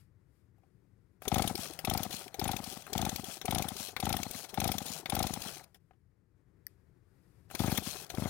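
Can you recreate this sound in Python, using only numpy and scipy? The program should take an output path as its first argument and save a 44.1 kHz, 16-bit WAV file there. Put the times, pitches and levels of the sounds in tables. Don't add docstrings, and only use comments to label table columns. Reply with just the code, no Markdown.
import sys
import numpy as np
from scipy import signal
from scipy.fft import rfft, irfft, next_fast_len
from scipy.io import wavfile
from scipy.ndimage import uniform_filter1d

SR = 44100
rng = np.random.default_rng(int(sys.argv[2]) if len(sys.argv) > 2 else 0)


def convert_level_to_amplitude(level_db):
    exponent = np.asarray(level_db, float) / 20
    return 10 ** exponent


def wav_record(signal):
    frames = np.transpose(np.atleast_2d(signal))
    bounded = np.clip(frames, -1, 1)
    quanta = np.round(bounded * 32767).astype(np.int16)
    wavfile.write(sys.argv[1], SR, quanta)


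N = 365588

# start_s [s], thud_db [dB], intake_ring_db [dB], puff_db [dB], puff_length_s [s]
PULLS = [
    (1.3258, -16, -20.5, -22, 0.0077),
    (1.8817, -21, -24.5, -24, 0.0073),
    (2.4235, -22, -25.5, -25.5, 0.0076),
    (2.96, -20, -26, -22, 0.0057),
    (3.49, -20.5, -24, -23.5, 0.0074),
    (4.036, -20, -24.5, -22, 0.0061),
    (4.5838, -20, -23.5, -23, 0.0077),
    (5.132, -19.5, -23.5, -22.5, 0.007),
    (7.6035, -15.5, -31, -41, 0.053),
    (8.183, -19, -62, -43, 0.016),
]
TURN_MS = [
    (40.4, 37, 48, 60.2),
    (37.9, 37.7, 48, 58.7),
    (39, 36.1, 43.7, 59.7, 73.2),
    (38.2, 33.9, 39.9, 57.4, 66.6),
    (41.8, 33.9, 37.7, 51, 64.6),
    (39, 35.8, 37.1, 52.6, 65.2),
    (40.6, 35.9, 38.4, 53.6, 65.3),
    (42.1, 36.5, 38.2, 58.5, 66.5),
    (41, 37, 43.7, 58.6),
    (39.2, 34.6, 41),
]
# start_s [s], thud_db [dB], puff_db [dB]
BREAKAWAY = [
    (1.277, -28, -22.5),
    (1.846, -31.5, -24),
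    (2.392, -31.5, -26.5),
    (2.9281, -35.5, -23.5),
    (3.452, -34.5, -28.5),
    (3.998, -34.5, -27),
    (4.5362, -40, -50),
    (5.095, -34.5, -25),
    (7.5472, -32.5, -28),
    (8.145, -32, -37),
]
# start_s [s], peak_db [dB]
LEVER = [
    (6.6672, -25.5),
    (6.681, -54),
]
# frequency_hz [Hz], level_db [dB per Hz]
PUFF_TONE = [(710, -52), (1200, -3.5), (1610, -13.5), (2200, 3), (2860, -1), (3620, 7.5), (4700, 1.5),
             (5240, 4.5), (8350, -4), (10300, -0.5), (12700, 2.5), (15700, -9), (16600, -35.5)]


def rms_one(x):
    return x / np.sqrt(np.mean(x ** 2) + 1e-20)


def bump(t, width_s):
    return np.exp(-(t / width_s) ** 2)


def add(out, s, shape):
    i = max(round(s * SR), 0)
    out[i:i + len(shape)] += shape[:N - i]


def in_time(spans, off_db):
    rows = []
    for span in spans:
        silence = [off_db] * (len(span[0]) - 1)
        rows += [(span[0][0] - .01, *silence), *span, (span[-1][0] + 0.024, *silence)]
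    s, *columns = np.transpose(rows)
    return [np.interp(np.arange(N) / SR, s, c) for c in columns]


def colour(x, points, sign=1, lag_s=0.):
    size = next_fast_len(N + 4096)
    hz = np.arange(size // 2 + 1) * SR / size
    curve_hz, curve_db = np.array(points).T
    gain = convert_level_to_amplitude(sign * np.interp(np.log(hz + 1), np.log(curve_hz), curve_db))
    return irfft(rfft(x, size) * gain * np.exp(-2j * np.pi * hz * lag_s), size)[..., :N]


def drift(rate):
    r = np.exp(-2 * np.pi * rate / SR)
    return rms_one(signal.lfilter([1], [1, -2 * r, r * r], rng.standard_normal(N + 20000))[20000:])


def ring(x, hz, t60):
    r, w = convert_level_to_amplitude(-60 / (t60 * SR)), 2 * np.pi * hz / SR
    return signal.lfilter([0, np.sin(w)], [1, -2 * r * np.cos(w), r * r], x + 1e-18)


def air(tone, alike):
    near, other = colour(rng.standard_normal((2, N)), tone)
    alike = np.clip(alike, 0, 1)
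    return rms_one(np.array([near, alike * near + np.sqrt(1 - alike ** 2) * other]))


def crank():
    exhaust_lag_ms = [
        (17.1, 15.4, 17.9, 24.4, 42),
        (15.8, 16.3, 17.4, 25.9, 44),
        (17.2, 15.2, 16.1, 22.7, 37.8, 48),
        (18.7, 16.9, 18.5, 20.6, 30.3, 46),
        (18.5, 15.5, 16.4, 18.7, 30.5, 46),
        (17.9, 16.7, 16.2, 18.7, 30.3, 45),
        (17.5, 16.4, 16, 18.4, 29, 45),
        (18.8, 16.9, 16.6, 19.1, 29.4, 45),
        (16, 15.5, 16, 22, 42),
        (15.5, 15.5, 16, 22),
    ]
    # start_s [s], hiss_db [dB], length_s [s]
    leaks = [(1.252, -40, 0.0033), (1.735, -33, 0.0039), (2.24, -39, 0.0038), (2.28, -33, 0.0027),
             (2.773, -36, .0036), (2.787, -46.5, 0.0029), (2.8215, -38, 0.0051), (4.49, -54, 0.0062),
             (5.007, -50, 0.0052), (5.64, -43.5, 0.0066), (7.591, -34, 0.026), (7.717, -32, 0.0074),
             (7.7746, -22, 0.0091), (7.852, -45, 0.0032), (8.026, -47, 0.013), (8.04, -52, 0.0059),
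             (8.0648, -46, .005)]
    full_speed_ms, quick_lag_ms = 41.5, 15.5
    turns, jets = [], [(*leak, -120) for leak in leaks]
    for pull, ms, lag, bite in zip(PULLS, TURN_MS, exhaust_lag_ms, BREAKAWAY):
        s, thud_db, ring_db, puff_db, length_s = pull
        bite_s, bite_db, bite_puff_db = bite
        choked = s > LEVER[0][0]
        last_stretch = 1.51 if choked else 1.33
        ms = np.array([full_speed_ms, *ms, ms[-1] * last_stretch])
        shut = s + (np.cumsum(ms) - ms[0]) / 1000
        speed = np.minimum(full_speed_ms / ms, 1)
        later = np.arange(len(ms)) > 0

        thud = thud_db + (-2.4 + 1.5 * choked) * later + 1.76 * 20 * np.log10(speed)
        turns += zip(shut + .0009 * choked, thud, ring_db - 33.5 * (1 - speed), 1 - speed)

        late_ms = np.array(lag) - quick_lag_ms
        jets.append((bite_s + .0023, bite_puff_db, .0091, bite_db))
        hiss_db = puff_db + 1 * ~later[:-1] - .0089 * late_ms ** 2
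        jet_s = length_s * np.where(later[:-1], 1, 0.9)
        push_db = thud_db - 5.5 - 5.5 * choked - .52 * late_ms
        jets += zip(shut[:-1] + np.array(lag) / 1000, hiss_db, jet_s, push_db)
    return [[row for row in sorted(rows) if row[0] < N / SR] for rows in (turns, jets)]


def thuds():
    # mode_hz [Hz], level_db [dB], t60_s [s]
    case_modes = [(208.6, -9, 0.35), (259.7, -1.5, 0.039), (381, -1.5, 0.024), (1300, 1, 0.023),
                  (2168, 18.5, 0.017)]
    t = np.arange(-500, 1100) / SR
    pile = 1.15 * np.clip((t + .0027) / .0023, 0, 1) ** 1.3 * np.clip(-t / .0004, 0, 1)
    pile -= 0.1 * bump(t + .0032, .0007)
    rebound = -.95 * bump(t - .0011, .0013) * np.clip(t / .0003, 0, 1)
    swing = 0.24 * np.sin(2 * np.pi * 83 * (t - .0029)) * (t > .0029) * bump(t - .006, .0105)
    bounce_s = .0036
    bounce = 1.5 * (bump(t - bounce_s, .0008) - .7 * bump(t - 1.5 * bounce_s, .001))

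    suck = -.55 * np.where(t < -.004, bump(t + .004, .0026), bump(t + .004, .0008))
    notch = 1.0 * bump(t + .001, .00045)
    heave = .7 * np.clip(t / .001, 0, 1) * np.exp(-np.maximum(t - .001, 0) / .002)
    port = suck - notch + heave

    jolt = np.diff(np.hanning(60), prepend=0) * 0.97
    turns, jets = crank()
    out, shocks, necks = np.zeros((3, N))
    for s, thud_db, _, slow in turns:
        pressure = pile + rebound + (1 + 1.6 * slow) * swing + slow * bounce
        add(out, s + .00033 + t[0], convert_level_to_amplitude(thud_db - 2.5) * pressure)
        add(shocks, s, convert_level_to_amplitude(0.6 * thud_db - 22.5) * jolt)
    for s, _, _, push_db in jets:
        add(out, s + t[0], convert_level_to_amplitude(push_db) * port)
        add(necks, s - .0016, -convert_level_to_amplitude(push_db - 24.5) * np.hanning(24))

    out = signal.sosfilt(signal.butter(1, 2200, fs=SR, output="sos"), out)
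    case = sum(convert_level_to_amplitude(db + 2.5 * drift(36.0)) * ring(shocks, hz, t60) for hz, db, t60 in case_modes)
    return out * convert_level_to_amplitude(1.0 * drift(110)) + case + ring(necks, 740, 0.011)


def intake():
    tone, gulp = np.zeros(N), np.zeros(N)
    turns = crank()[0]
    gaps = np.diff(np.array(turns)[:, 0], prepend=0, append=99)
    open_s = np.clip(.205 * np.minimum(gaps[:-1], gaps[1:]), .004, .012)
    chances = rng.standard_normal((len(turns), 2))
    for (s, thud_db, ring_db, slow), length, chance in zip(turns, open_s, chances):
        t = np.arange(round((length + 0.034) * SR)) / SR
        hz = 785 * (1 + .025 * chance[0]) * (1 - (1.8 + .8 * chance[1]) * t)
        fade = np.exp(-t / .016) * (1 - np.exp(-t / .0008))
        choke = np.clip((length + .0003 - t) / .002, .12, 1)
        wave = np.sin(2 * np.pi * hz * t) + 0.18 * np.sin(2 * np.pi * 1.7 * hz * t)
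        add(tone, s - length - .0008, -convert_level_to_amplitude(ring_db + 1.0) * fade * choke * wave)
        gulp_gain = convert_level_to_amplitude(ring_db - 1.0) + slow * convert_level_to_amplitude(thud_db - 15)
        gulp_shape = np.exp(-t / 0.0064) * (1 - np.exp(-t / 0.00017))
        add(gulp, s - length - .001, gulp_gain * gulp_shape)
    noise = air(PUFF_TONE, alike=1.0)
    noise = signal.sosfilt(signal.butter(2, 2800, fs=SR, output="sos"), noise)
    return tone * convert_level_to_amplitude(2.0 * drift(470)) + gulp * noise


def puffs():
    band_edges_hz = (600, 1400, 2000, 2800, 4000, 5600, 8000, 12000, 17000)
    level = np.zeros(N)
    for s, hiss_db, length_s, _ in crank()[1]:
        t = np.arange(round(length_s * 5 * SR)) / SR
        rise = 1 - np.exp(-(t / .0014) ** 1.5)
        fall = bump(t, 0.89 * length_s) + 0.069 * np.exp(-t / (2.7 * length_s))
        add(level, s - .0006, convert_level_to_amplitude(hiss_db - 0.5) * rise * fall)

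    hiss = air(PUFF_TONE, alike=0.7)
    patchy = 0
    for edge in zip(band_edges_hz, band_edges_hz[1:]):
        band = signal.butter(2, edge, "band", fs=SR, output="sos")
        patchy = patchy + convert_level_to_amplitude(1.6 * drift(25)) * signal.sosfilt(band, hiss)
    hiss = rms_one(patchy)
    jet = level * convert_level_to_amplitude(0.8 * drift(260)) * 2.6 * np.tanh(hiss / 2.6)
    return jet + convert_level_to_amplitude(-36.5) * ring(jet, 3560, 0.0089)


def rocking():
    # start_s [s], level_db [dB]
    rests = [(1.664, -50), (1.705, -40), (2.209, -45.5), (2.263, -43), (2.726, -42.5), (3.369, -42),
             (3.886, -46), (3.932, -48), (4.44, -48.5), (4.993, -43), (2.9, -42), (5.03, -45), (5.565, -47),
             (5.61, -47), (7.955, -44), (8.016, -52)]
    push = np.zeros(N)
    rocks = rests + [(s - .002, thud_db - 3) for s, thud_db, _ in BREAKAWAY]
    rocks += [(s + sum(ms) / 1000 + .037, thud_db - 22.5) for (s, thud_db, *_), ms in zip(PULLS[:-1], TURN_MS)]
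    for (s, rock_db), noise in zip(rocks, rng.standard_normal((len(rocks), 900))):
        add(push, s - .008, convert_level_to_amplitude(rock_db - 17) * np.hanning(900) * noise)
    return ring(push, 385, 0.026) + convert_level_to_amplitude(-6) * ring(push, 750, 0.036)


def cord():
    # time_s [s], rasp_db [dB]
    haul_tables = [
        [(1.53, -53.5), (1.546, -60), (1.558, -58), (1.564, -55), (1.622, -45.5), (1.742, -59.5), (1.78, -66)],
        [(2.07, -62.5), (2.102, -56), (2.11, -48.5), (2.226, -53), (2.286, -63), (2.302, -74), (2.335, -72)],
        [(2.6, -64), (2.634, -53), (2.64, -52), (2.716, -50.5), (2.828, -61.5), (2.834, -67), (2.86, -65)],
        [(3.2, -52), (3.244, -61.5), (3.25, -49.5), (3.37, -51.5), (3.405, -69)],
        [(3.71, -58.5), (3.756, -54), (3.772, -52), (3.826, -47), (3.888, -51.5), (3.955, -71.5)],
        [(4.26, -56.5), (4.366, -48.5), (4.446, -52.5), (4.486, -65.5), (4.494, -50), (4.52, -69), (4.53, -67)],
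        [(4.82, -56), (4.826, -46.5), (4.836, -56.5), (4.882, -47.5), (5.006, -52), (5.018, -63), (5.05, -72)],
        [(5.37, -56), (5.48, -48), (5.572, -55), (5.628, -68), (5.64, -62.5), (5.652, -83), (5.7, -92.5)],
        [(7.8, -56.5), (7.82, -55.5), (7.874, -45), (8.048, -54.5), (8.052, -66), (8.092, -74), (8.095, -58)],
    ]
    # time_s [s], rasp_db [dB], rattle_db [dB]
    stroke = [
        (-.035, -60, -57.5),
        (.012, -48, -50.5),
        (.065, -50.5, -47.5),
        (.17, -47.5, -52.5),
    ]
    # time_s [s], rasp_db [dB], rattle_db [dB]
    take_up = [
        (-.12, -87, -88),
        (-.09, -60, -69),
    ]
    rest_s = 1
    spans, home_s = [], -rest_s
    for (s, thud_db, *_), haul in zip(PULLS, [*haul_tables, []]):
        if s - home_s > rest_s:
            spans.append([(s + dt, rasp, rattle) for dt, rasp, rattle in take_up])
        hard_db = 0.61 * (thud_db + 15.5)
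        spans[-1] += [(s + dt, rasp + hard_db, rattle + hard_db) for dt, rasp, rattle in stroke]
        spans[-1] += [(at, db + 2, -57.5 + 0.45 * (db + 50)) for at, db in haul]
        home_s = spans[-1][-1][0]
    return in_time([sorted(span) + [(span[-1][0] + 0.051, -96, -96)] for span in spans], -110)


def pawls():
    # start_s [s], end_s [s], first_rate [ticks per s], last_rate [ticks per s]
    windings = [
        (1.561, 1.721, 112, 73),
        (2.113, 2.241, 270, 57),
        (2.65, 2.769, 144, 91),
        (3.248, 3.406, 180, 90),
        (3.77, 3.932, 103, 70),
        (4.301, 4.458, 200, 90),
        (4.862, 4.999, 120, 75.3),
        (5.403, 5.606, 102, 75),
        (7.842, 8.021, 164, 70),
    ]
    out = np.zeros(N)
    for start, end, first, last in windings:
        i, j = round(start * SR), round(end * SR)
        done = np.linspace(0, 1, j - i)
        rate = first + (last - first) * done ** 2
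        turn = np.cumsum(rate[::-1])[::-1] / SR
        out[i:j] = (5 + 6 * done) * (.5 - (-turn) % 1)
    return uniform_filter1d(out, size=40)


def starter():
    # frequency_hz [Hz], level_db [dB per Hz]
    rasp_tone = [(530, -38), (900, -15), (1340, -14.5), (1920, -20), (2500, -5.5), (3640, -5), (4150, -2),
                 (6720, -5), (7050, -3.5), (7400, -5.5), (7800, -3.5), (9880, -3.5), (16000, -10)]
    # frequency_hz [Hz], level_db [dB per Hz]
    rattle_tone = [(88, -64.5), (150, 9.5), (205, -7.5), (364, -4), (707, 2.5), (1120, -8), (1340, -4),
                   (2200, -11.5), (2860, -30.5), (4840, -120)]
    # mode_hz [Hz], width_hz [Hz], level_db [dB]
    spring_modes = [(2640, 47, -39), (3420, 100, -30.5), (4290, 74, -29), (5830, 130, -37.5),
                    (6410, 99, -35), (6830, 66, -26.5), (9050, 200, -36)]
    rasp_db, rattle_db = cord()
    ticks_db = pawls()
    winding = uniform_filter1d(1. 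* (ticks_db != 0), size=1500)
    grain_db = ticks_db + 1.7 * drift(150) + .9 * drift(25)
    rasp = air(rasp_tone, alike=0.11)
    for hz, width_hz, ring_db in spring_modes:
        mode_db = ring_db + 19 * winding - 10 + 6.5 * drift(20)
        rasp = rasp + convert_level_to_amplitude(mode_db) * rms_one(ring(rasp, hz, 1.4 / width_hz))
    rattle = convert_level_to_amplitude(2.5 * drift(40)) * air(rattle_tone, alike=.8)
    return convert_level_to_amplitude(rasp_db + 6.0 + grain_db) * rasp + convert_level_to_amplitude(rattle_db + 6.5) * rattle


def knocks():
    # start_s [s], peak_db [dB], ring_hz [Hz], bright_db
    # [dB], hollow_db [dB]
    hard_blows = [(0.582, -70, 1510, 8, 9), (0.634, -63, 1400, -8, 6), (1.22, -35, 1410, 2, -7.5),
                  (1.254, -32, 1300, -31, -5), (1.79, -23.5, 3020, 2.5, -13.5), (2.343, -26, 3940, 0, -7.5),
                  (2.866, -30.5, 1540, -2, -30), (3.414, -23, 3580, -5, -21), (3.965, -18.5, 2230, -4, -47),
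                  (4.542, -24.5, 3550, 2, -28), (5.058, -20, 2320, -4.5, -19), (5.745, -43.5, 3400, 2, -18),
                  (5.756, -60, 1580, -4, 3.5), (5.909, -48, 1040, -21.5, -8),
                  (5.934, -61.5, 1774, -10, -5.5), (7.501, -40, 1810, 0, -11.5),
                  (7.511, -34, 1520, 4.5, -7.5), (7.521, -49.5, 1530, -5.5, -22),
                  (8.101, -22.5, 3900, -2, -16), (8.2505, -33, 2170, -15, -25)]
    # start_s [s],
    # peak_db [dB], ring_hz [Hz]
    small_taps = [(1.6, -49, 2600), (1.6561, -41.5, 1350), (2.1392, -44, 2600), (2.2119, -48, 1460),
                  (2.6698, -53, 1320), (2.7665, -48.5, 1190), (2.8773, -44.5, 980), (3.8275, -46, 2550),
                  (3.8896, -51, 2310), (4.346, -41, 2190), (4.445, -43, 2300), (4.9494, -54, 2560),
                  (5.435, -42, 2500), (5.456, -45, 1040), (5.507, -46.5, 1350), (5.5705, -47, 2390),
                  (5.5962, -48, 1360), (7.5972, -37.5, 1130), (7.6376, -36, 1050), (7.676, -37, 1350),
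                  (7.551, -39, 1490), (7.779, -32, 1270), (7.7124, -43, 1350), (7.864, -41, 1210),
                  (7.8836, -43, 2490), (7.9574, -44.5, 1480), (8.1736, -39, 1310), (8.2167, -51, 950)]
    # mode_hz [Hz], level_db [dB], t60_s [s]
    lever_modes = [(1700, -13, .010), (1900, -11, .014), (2400, -20, .006), (4680, -11, .010),
                   (5540, -9, .010), (6900, -24, .006), (8490, -11, .007), (9600, -19, .005),
                   (10860, -12, .007), (12450, 3, .0045), (13050, 3, .0045), (14670, -3, .007),
                   (15500, -10, .005)]
    out, t = np.zeros(N), np.arange(3000) / SR
    blows = hard_blows + [(s, db + 10, hz, -13, -38) for s, db, hz in small_taps]
    noises = rng.standard_normal((len(blows), 3000))
    for (s, peak_db, hz, bright_db, hollow_db), noise in zip(blows, noises):
        crack = noise * (1 - np.exp(-t / .0006)) * (np.exp(-t / .004) + .2 * np.exp(-t / .014))
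        bright = np.diff(crack, prepend=0)
        plastic = ring(crack, hz, .0035) + .9 * ring(crack, 1.6 * hz, .003) + .25 * ring(crack, .66 * hz, .006)
        hollow = ring(crack, 770, .03)
        bright, plastic, hollow = [p / np.abs(p).max() for p in (bright, plastic, hollow)]
        add(out, s - .0006, convert_level_to_amplitude(peak_db - 1.5) * (plastic + convert_level_to_amplitude(bright_db) * bright + convert_level_to_amplitude(hollow_db) * hollow))

    for s, peak_db in LEVER:
        crack = (t == 0) + .035 * rng.standard_normal(3000) * np.exp(-t / 0.003)
        snap = 0
        for k, (hz, db, t60) in enumerate(lever_modes):
            snap = snap + convert_level_to_amplitude(db) * ring(crack, hz, t60) * (-1) ** k
        snap = signal.sosfilt(signal.butter(2, 800, "high", fs=SR, output="sos"), snap)
        add(out, s, convert_level_to_amplitude(peak_db + 5.0) * snap / np.abs(snap).max())
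    return out


def hands():
    # time_s [s], level_db [dB]
    brushing = [
        [(0.0, -71), (0.08, -93), (0.148, -99), (0.281, -93), (0.359, -84), (0.529, -98), (0.64, -90),
         (0.69, -91), (0.76, -93), (1.169, -92)],
        [(5.67, -80.5), (5.741, -85), (5.757, -64.5), (5.775, -79)],
        [(5.802, -90), (6.156, -100), (6.613, -100), (6.693, -80), (6.785, -90.5), (6.974, -95.5), (7.15, -86),
         (7.327, -81), (7.469, -82)],
    ]
    # frequency_hz [Hz], level_db [dB per Hz]
    skin_tone = [(500, -19.5), (1300, -4), (2300, -3), (3000, -8), (4300, -7.5), (5000, -3.5), (5900, -11),
                 (8900, -6), (12000, -6), (16000, -15)]
    return convert_level_to_amplitude(in_time(brushing, -120)[0] + 5.0 + .8 * drift(12)) * air(skin_tone, alike=0.55)


def outdoors():
    # time_s [s], rumble_db [dB], wash_db [dB]
    ambience = [(0.1, -66.5, -76.5), (0.4, -69, -74), (0.7, -68, -74), (0.999, -67, -75),
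                (5.999, -69, -78.5), (6.3, -70, -76.5), (6.6, -66.5, -73), (6.899, -67, -72),
                (7.149, -66, -72), (7.3, -64, -69)]
    # frequency_hz [Hz], level_db [dB per Hz]
    traffic_tone = [(15, -8), (25, -7), (54, -6), (113, -2.5), (150, -8.5), (183, -8.5), (260, -26.5),
                    (340, -41.5), (570, -120)]
    # frequency_hz [Hz], level_db [dB per Hz]
    wash_tone = [(150, -29.5), (260, 4.5), (373, 5), (648, -11), (797, -12), (1920, -14.5), (2950, -28),
                 (14400, -35), (16000, -40.5)]
    # frequency_hz [Hz], loss_db [dB]
    right_far_loss = [(100, 14), (400, 19), (2000, 14), (5000, 4)]
    s, *levels = np.transpose(ambience)
    rumble_db, wash_db = [np.interp(np.arange(N) / SR, s, c) for c in levels]
    rumble = convert_level_to_amplitude(rumble_db + 6.0 + 1.2 * drift(4)) * air(traffic_tone, alike=.9)
    wash = convert_level_to_amplitude(wash_db + 3.0 + 1.0 * drift(13)) * air(wash_tone, alike=0.41)
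    left, right = rumble + wash
    return np.array([left, colour(right, right_far_loss, sign=-1.04)])


def scene():
    # frequency_hz [Hz], loss_db [dB]
    right_near_loss = [(60, 14.3), (400, 12.8), (1300, 11), (4400, 17), (8000, 26), (15000, 23)]
    left, right = thuds() + intake() + knocks() + puffs() + starter() + hands() + rocking()
    engine = np.array([left, colour(right, right_near_loss, sign=-1, lag_s=.00009)])
    return engine + outdoors()


def top_cut(x):
    return signal.sosfilt(signal.butter(12, 16980, fs=SR, output="sos"), x)


def record(dry):
    mix = signal.sosfiltfilt(signal.butter(2, 40, "high", fs=SR, output="sos"), dry)
    mix = signal.sosfilt(signal.cheby2(10, 50, 16950, fs=SR, output="sos"), mix)
    return top_cut(mix)


dry = scene()
out = record(dry)
wav_record(out)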